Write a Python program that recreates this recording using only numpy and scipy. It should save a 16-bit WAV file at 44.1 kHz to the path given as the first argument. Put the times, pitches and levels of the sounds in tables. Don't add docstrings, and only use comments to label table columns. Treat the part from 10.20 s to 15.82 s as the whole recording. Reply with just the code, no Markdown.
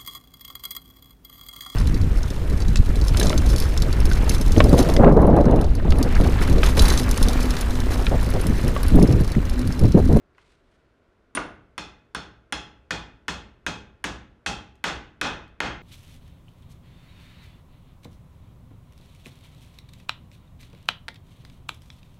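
import sys
import numpy as np
from scipy import signal
from scipy.fft import rfft, irfft
from scipy.io import wavfile
from scipy.ndimage import uniform_filter1d, minimum_filter1d

SR = 44100
rng = np.random.default_rng(int(sys.argv[2]) if len(sys.argv) > 2 else 0)


def dump_mix(stems):
    frames = np.atleast_2d(stems).T
    limited = np.clip(frames, -1, 1)
    pcm = np.round(limited * 32767).astype(np.int16)
    wavfile.write(sys.argv[1], SR, pcm)


N = 247842
AGE = np.arange(SR) / SR

GRIP_S = 2.1
LOOSE_PITCH, GRIPPED_PITCH = 0.839, 1.047
LOOSE_THUD_DB, GRIPPED_THUD_DB = -46.5, -35
KNOCK_DB, FLEX_DB = 3, -12
GLANCE_KNOCK_DB, GLANCE_FLEX_DB = -10, 11.5

# (t/s, force/dB, clang/dB relative to the force, slant from 0 square to 1 glancing, treble edge/Hz)
HAMMER_BLOWS = [ (1.15, -37, -9, 0.98, 4970), (1.1721, -32, -34, .01, 1470),
                (1.5791, -39.5, -0.5, 0.19, 4940), (1.9479, -37.5, -3.5, 0.2, 3700),
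                (2.324, -35.5, 1.5, 0.33, 4560), (2.707, -33.5, -1.5, .07, 4730),
                (3.0814, -34.5, -2, 0.023, 5960), (3.4645, -33.5, -2.5, 0.079, 5500),
                (3.8410, -33, -8, 0.14, 5470), (4.262, -32.5, 0.5, .08, 7730),
                (4.6407, -26.5, -8, 0.034, 4900), (5.0133, -25, -5, 0.069, 3960),
                (5.4034, -25, -7.5, 0.023, 2860)]
def hammering(echoes):
    out, spot = np.zeros(N), rng.standard_normal(SR)
    for start, force_db, clang_db, slant, edge_hz in HAMMER_BLOWS:
        grip = np.clip((start - HAMMER_BLOWS[0][0]) / GRIP_S, 0, 1)
        glance = min(slant ** 2, 1)
        grain = spot + undb(5) * rng.standard_normal(SR)
        crack = knock(between(LOOSE_PITCH, GRIPPED_PITCH, grip), edge_hz, echoes)
        wood = burst(crack, KNOCK_DB + GLANCE_KNOCK_DB * glance)
        wood += burst(flex(), FLEX_DB + GLANCE_FLEX_DB * glance)
        wood += burst(frame(grain, edge_hz), db=0)
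        wood += burst(timber(), clang_db - 9)
        steel = burst(clang(echoes), clang_db)
        steel += slant * burst(ping(glance, echoes), db=2)
        wall = undb(between(LOOSE_THUD_DB, GRIPPED_THUD_DB, grip)) * thud(rng.standard_normal(SR))
        add(out, undb(force_db) * (wood + steel) + wall, start)
    return out


# (f/Hz, level/dB, t60/s)
BATTEN_MODES = [(851, -11.5, 0.035), (1243, -1, 0.012), (1497, 3, 0.012), (1724, -0.5, 0.02),
                (2032, 0.5, 0.0088), (2397, -2.5, 0.0095), (2870, -12.5, 0.035), (3392, -9.5, .016)]
# (delay t/s, level/dB)
NEAR_BOUNCES = [(.0022, -4), (.0040, -16.5), (.0064, -7)]
def knock(pitch, edge_hz, echoes):
    contact = signal.lfilter([1], [1, -.5], rng.standard_normal(SR)) * np.exp(-AGE / .0012)
    near = undb(-16) * contact
    direct = (0.00025, 0.0083)
    for delay_s, db in [direct] + NEAR_BOUNCES:
        crack = ring(BATTEN_MODES, pitch, detune=.05, scatter_db=1)
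        near += undb(db) * np.pad(crack, (int(delay_s * SR), 0))[:SR]
    lowpass = signal.butter(2, min(3.6 * edge_hz, .45 * SR), fs=SR, output="sos")
    return in_room(signal.sosfilt(lowpass, near), echoes, wet_db=-9)


# (f/Hz, level/dB)
FRAME_SPECTRUM = [(150, -5), (300, -2), (500, -2), (850, -0.5), (1100, 1), (1600, -1.5), (2200, -11),
                  (3400, -4), (4800, -8), (6600, -4), (8000, -8.5), (11000, -17), (15500, -33)]
def frame(noise, edge_hz):
    return die_away(coloured(dulled(noise, edge_hz), FRAME_SPECTRUM), build_s=0.000346)


# (f/Hz, level/dB, t60/s)
CLANG_MODES = [(818.4, -7.5, 0.073), (1350, -6.5, 0.02), (1650, -7, 0.014), (1878, -15.5, 0.045),
               (2542, -5, 0.063), (2771, -8, 0.04), (3265, -2, 0.038), (3397, 1.5, 0.026),
               (3540, 1.5, 0.022), (4160, -8, 0.034), (4348, -4, 0.027), (5080, -6.5, 0.027),
               (5390, -9, 0.03), (5960, -8, 0.021), (6520, -7, 0.015)]
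def clang(echoes):
    return in_room(ring(CLANG_MODES, 1, detune=0.014, scatter_db=2.5), echoes, wet_db=3)


# (f/Hz, level/dB, t60/s)
PING_MODES = [(8700, -11, .008), (9300, 0, .02), (9440, -9, .015), (9900, -8, .006)]
def ping(glance, echoes):
    damping = between(2.1, 0.32, glance)
    modes = np.array(PING_MODES) / [1, 1, damping]
    return in_room(ring(modes, pitch=damping ** .005, detune=.002, scatter_db=1), echoes, wet_db=-11)


# (f/Hz, level/dB, t60/s)
TIMBER_MODES = [(441, -8, .55), (848, 2, .55), (1213, -7, .4), (1338, -4, .5), (1374, -7, .45),
                (1617, -7, .4), (1707, -8, .4)]
def timber():
    return ring(TIMBER_MODES, 1, detune=.002, scatter_db=1.5)


# (f/Hz, level/dB, t60/s)
FLEX_MODES = [(238.5, -2, 0.21), (290, 4.5, 0.26), (307.4, -3.5, 0.61), (346, -12, 0.14)]
def flex():
    return ring(FLEX_MODES, 1, detune=.015, scatter_db=1.5) * (1 - np.exp(-AGE / .002))


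# (f/Hz, level/dB, t60/s)
WALL_MODES = [(57, -10, 1), (68.2, -1.5, 0.69), (119.3, -11.5, 1), (168.5, -5.5, 0.54), (184.7, 1.5, 0.39),
              (218.5, -5.5, 0.66)]
# (f/Hz, level/dB)
BOOM_SPECTRUM = [(22, -11.5), (38, 0), (62, 8.5), (95, -0.5), (170, -1), (300, -1.5), (500, -4.5),
                 (1000, -42), (4000, -69)]
def thud(noise):
    modes = ring(WALL_MODES, pitch=0.95, detune=0.012, scatter_db=1) * (1 - np.exp(-AGE / 0.017))
    boom = die_away(coloured(noise, BOOM_SPECTRUM), build_s=0.0067)
    return undb(31) * (modes / np.linalg.norm(modes) + boom / np.linalg.norm(boom))


# (t/s, level/dB, pitch ratio)
LIGHT_TAPS = [(.148, -75, 1.3), (.181, -59.5, 0.85), (0.321, -82, 1.4)]
def taps(echoes):
    out = np.zeros(N)
    for start, db, pitch in LIGHT_TAPS:
        add(out, burst(knock(pitch, edge_hz=3500, echoes=echoes), db), start)
    return out


# (f/Hz, level/dB)
CLOTH_SPECTRUM = [(200, -6.5), (1400, 4.5), (3500, 2.5), (6000, -6.5), (9000, -7), (15000, -31)]
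# (peak t/s, half length/s, gain/dB, treble edge/Hz)
CLOTH_SWELLS = [(0.211, 0.052, -68.5, 6940), (0.319, 0.065, -69, 14000), (0.528, 0.069, -76.5, 18000),
                (.6, 0.46, -80, 5000)]
def clothes():
    out, t = np.zeros(N), np.arange(N) / SR
    creases = uniform_filter1d(rng.standard_normal(N), size=300)
    cloth = coloured(rng.standard_normal(N), CLOTH_SPECTRUM) * undb(2 * creases / np.std(creases))
    for peak_s, half_s, db, edge_hz in CLOTH_SWELLS:
        swell = np.exp(-((t - peak_s) / half_s) ** 2)
        out += dulled(cloth, edge_hz) * undb(db) * swell
    return out


# (t/s, level/dB)
PLASTER_CRUMBS = [(4.555, -73), (5.280, -75), (5.557, -81)]
def crumbs(echoes):
    out = np.zeros(N)
    for start, db in PLASTER_CRUMBS:
        grit = coloured(rng.standard_normal(SR), [(4000, -0.5), (8000, -9), (15000, -18)])
        tick = grit * np.exp(-AGE / 0.0016)
        add(out, burst(in_room(tick, echoes, wet_db=-6), db), start)
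    return out


# (f/Hz, t60/s)
ROOM_DECAY = [(40, 1.1), (110, 0.84), (280, .63), (740, 0.39), (1940, 0.49), (5120, 0.32), (9000, 0.27),
              (14000, 0.25)]
def die_away(noise, build_s):
    centres_hz = np.geomspace(32, 16384, 10)[:, None]
    bin_hz = np.clip(np.arange(SR // 2 + 1), 32, 16384)
    bands = np.maximum(1 - abs(np.log2(bin_hz / centres_hz)), 0)
    fades = np.exp(-np.log(1000) / along(ROOM_DECAY, centres_hz) * AGE)
    tail = (irfft(rfft(noise) * bands, SR) * fades).sum(axis=0)
    return tail * (1 - np.exp(-AGE / build_s))


def in_room(x, echoes, wet_db):
    return x + undb(wet_db) * signal.fftconvolve(x, echoes)[:SR]


# (f/Hz, level/dB)
ROOM_TONE_SPECTRUM = [(12, -32), (20, 0.5), (38, -3), (168, -16.5), (216, -14.5), (410, -13), (485, -17.5),
                      (660, -18), (780, -25.5), (1090, -23), (1220, -26), (1400, -20), (1660, -27),
                      (8180, -51.5), (16000, -58)]
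def room_tone():
    return coloured(rng.standard_normal(N), ROOM_TONE_SPECTRUM) * undb(-61.5)


def ring(modes, pitch, detune, scatter_db):
    hz, db, t60 = np.transpose(modes)[:, :, None]
    pitch_draw, level_draw = rng.standard_normal((len(modes), 2)).T[:, :, None]
    size = (-1) ** np.arange(len(modes))[:, None] * undb(db + scatter_db * level_draw)
    t = AGE[:min(SR, int(t60.max() * SR))]
    tuned_hz = hz * pitch * (1 + detune * pitch_draw)
    waves = size * np.sin(2 * np.pi * tuned_hz * t) * np.exp(-np.log(1000) * t / t60)
    return np.pad(waves.sum(axis=0), (0, SR - len(t)))


def coloured(x, points):
    hz = np.arange(len(x) // 2 + 1) * SR / len(x)
    y = irfft(rfft(x) * undb(along(points, hz)), len(x))
    return y / np.std(y)


def dulled(x, edge_hz):
    hz = np.arange(len(x) // 2 + 1) * SR / len(x)
    return irfft(rfft(x) / np.sqrt(1 + (hz / edge_hz) ** 3.9), len(x))


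def along(points, hz):
    at, value = np.transpose(points)
    return np.interp(np.log(np.maximum(hz, 1)), np.log(at), value)


def burst(x, db):
    return x * undb(db) / np.sqrt(np.mean(x[:SR // 20] ** 2))


def add(out, x, start):
    i = int(start * SR)
    out[i:i + len(x)] += x[:N - i]


def undb(db):
    return 10 ** (np.asarray(db) / 20)


def between(a, b, share):
    return a + (b - a) * share


def scene():
    echoes = die_away(rng.standard_normal(SR), build_s=0.0008)
    echoes /= np.linalg.norm(echoes)
    rumble = room_tone()
    return (hammering(echoes) + clothes() + taps(echoes) + crumbs(echoes) + rumble)[None]


def limiter(x, ceiling_db, release_db_per_s):
    over_db = np.maximum(20 * np.log10(abs(x) + 1e-9) - ceiling_db, 0)
    climb_db = release_db_per_s * np.arange(N) / SR
    cut_db = np.maximum.accumulate(over_db + climb_db, axis=-1) - climb_db
    return x * uniform_filter1d(minimum_filter1d(undb(-cut_db), size=31), size=31)


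MIC_BAND_HZ, CLIP_DB, TOP_HZ = (36.5, 13100), -14.2, 16000
def record(dry):
    microphone = signal.butter(2, MIC_BAND_HZ, "band", fs=SR, output="sos")
    held = limiter(signal.sosfilt(microphone, dry), ceiling_db=-12.5, release_db_per_s=162)
    rounded = held / (1 + abs(held / undb(CLIP_DB)) ** 8) ** (1 / 8)
    top_cut = signal.ellip(8, .2, 70, TOP_HZ, fs=SR, output="sos")
    return signal.sosfilt(top_cut, rounded)


dry = scene()
out = record(dry)
dump_mix(out)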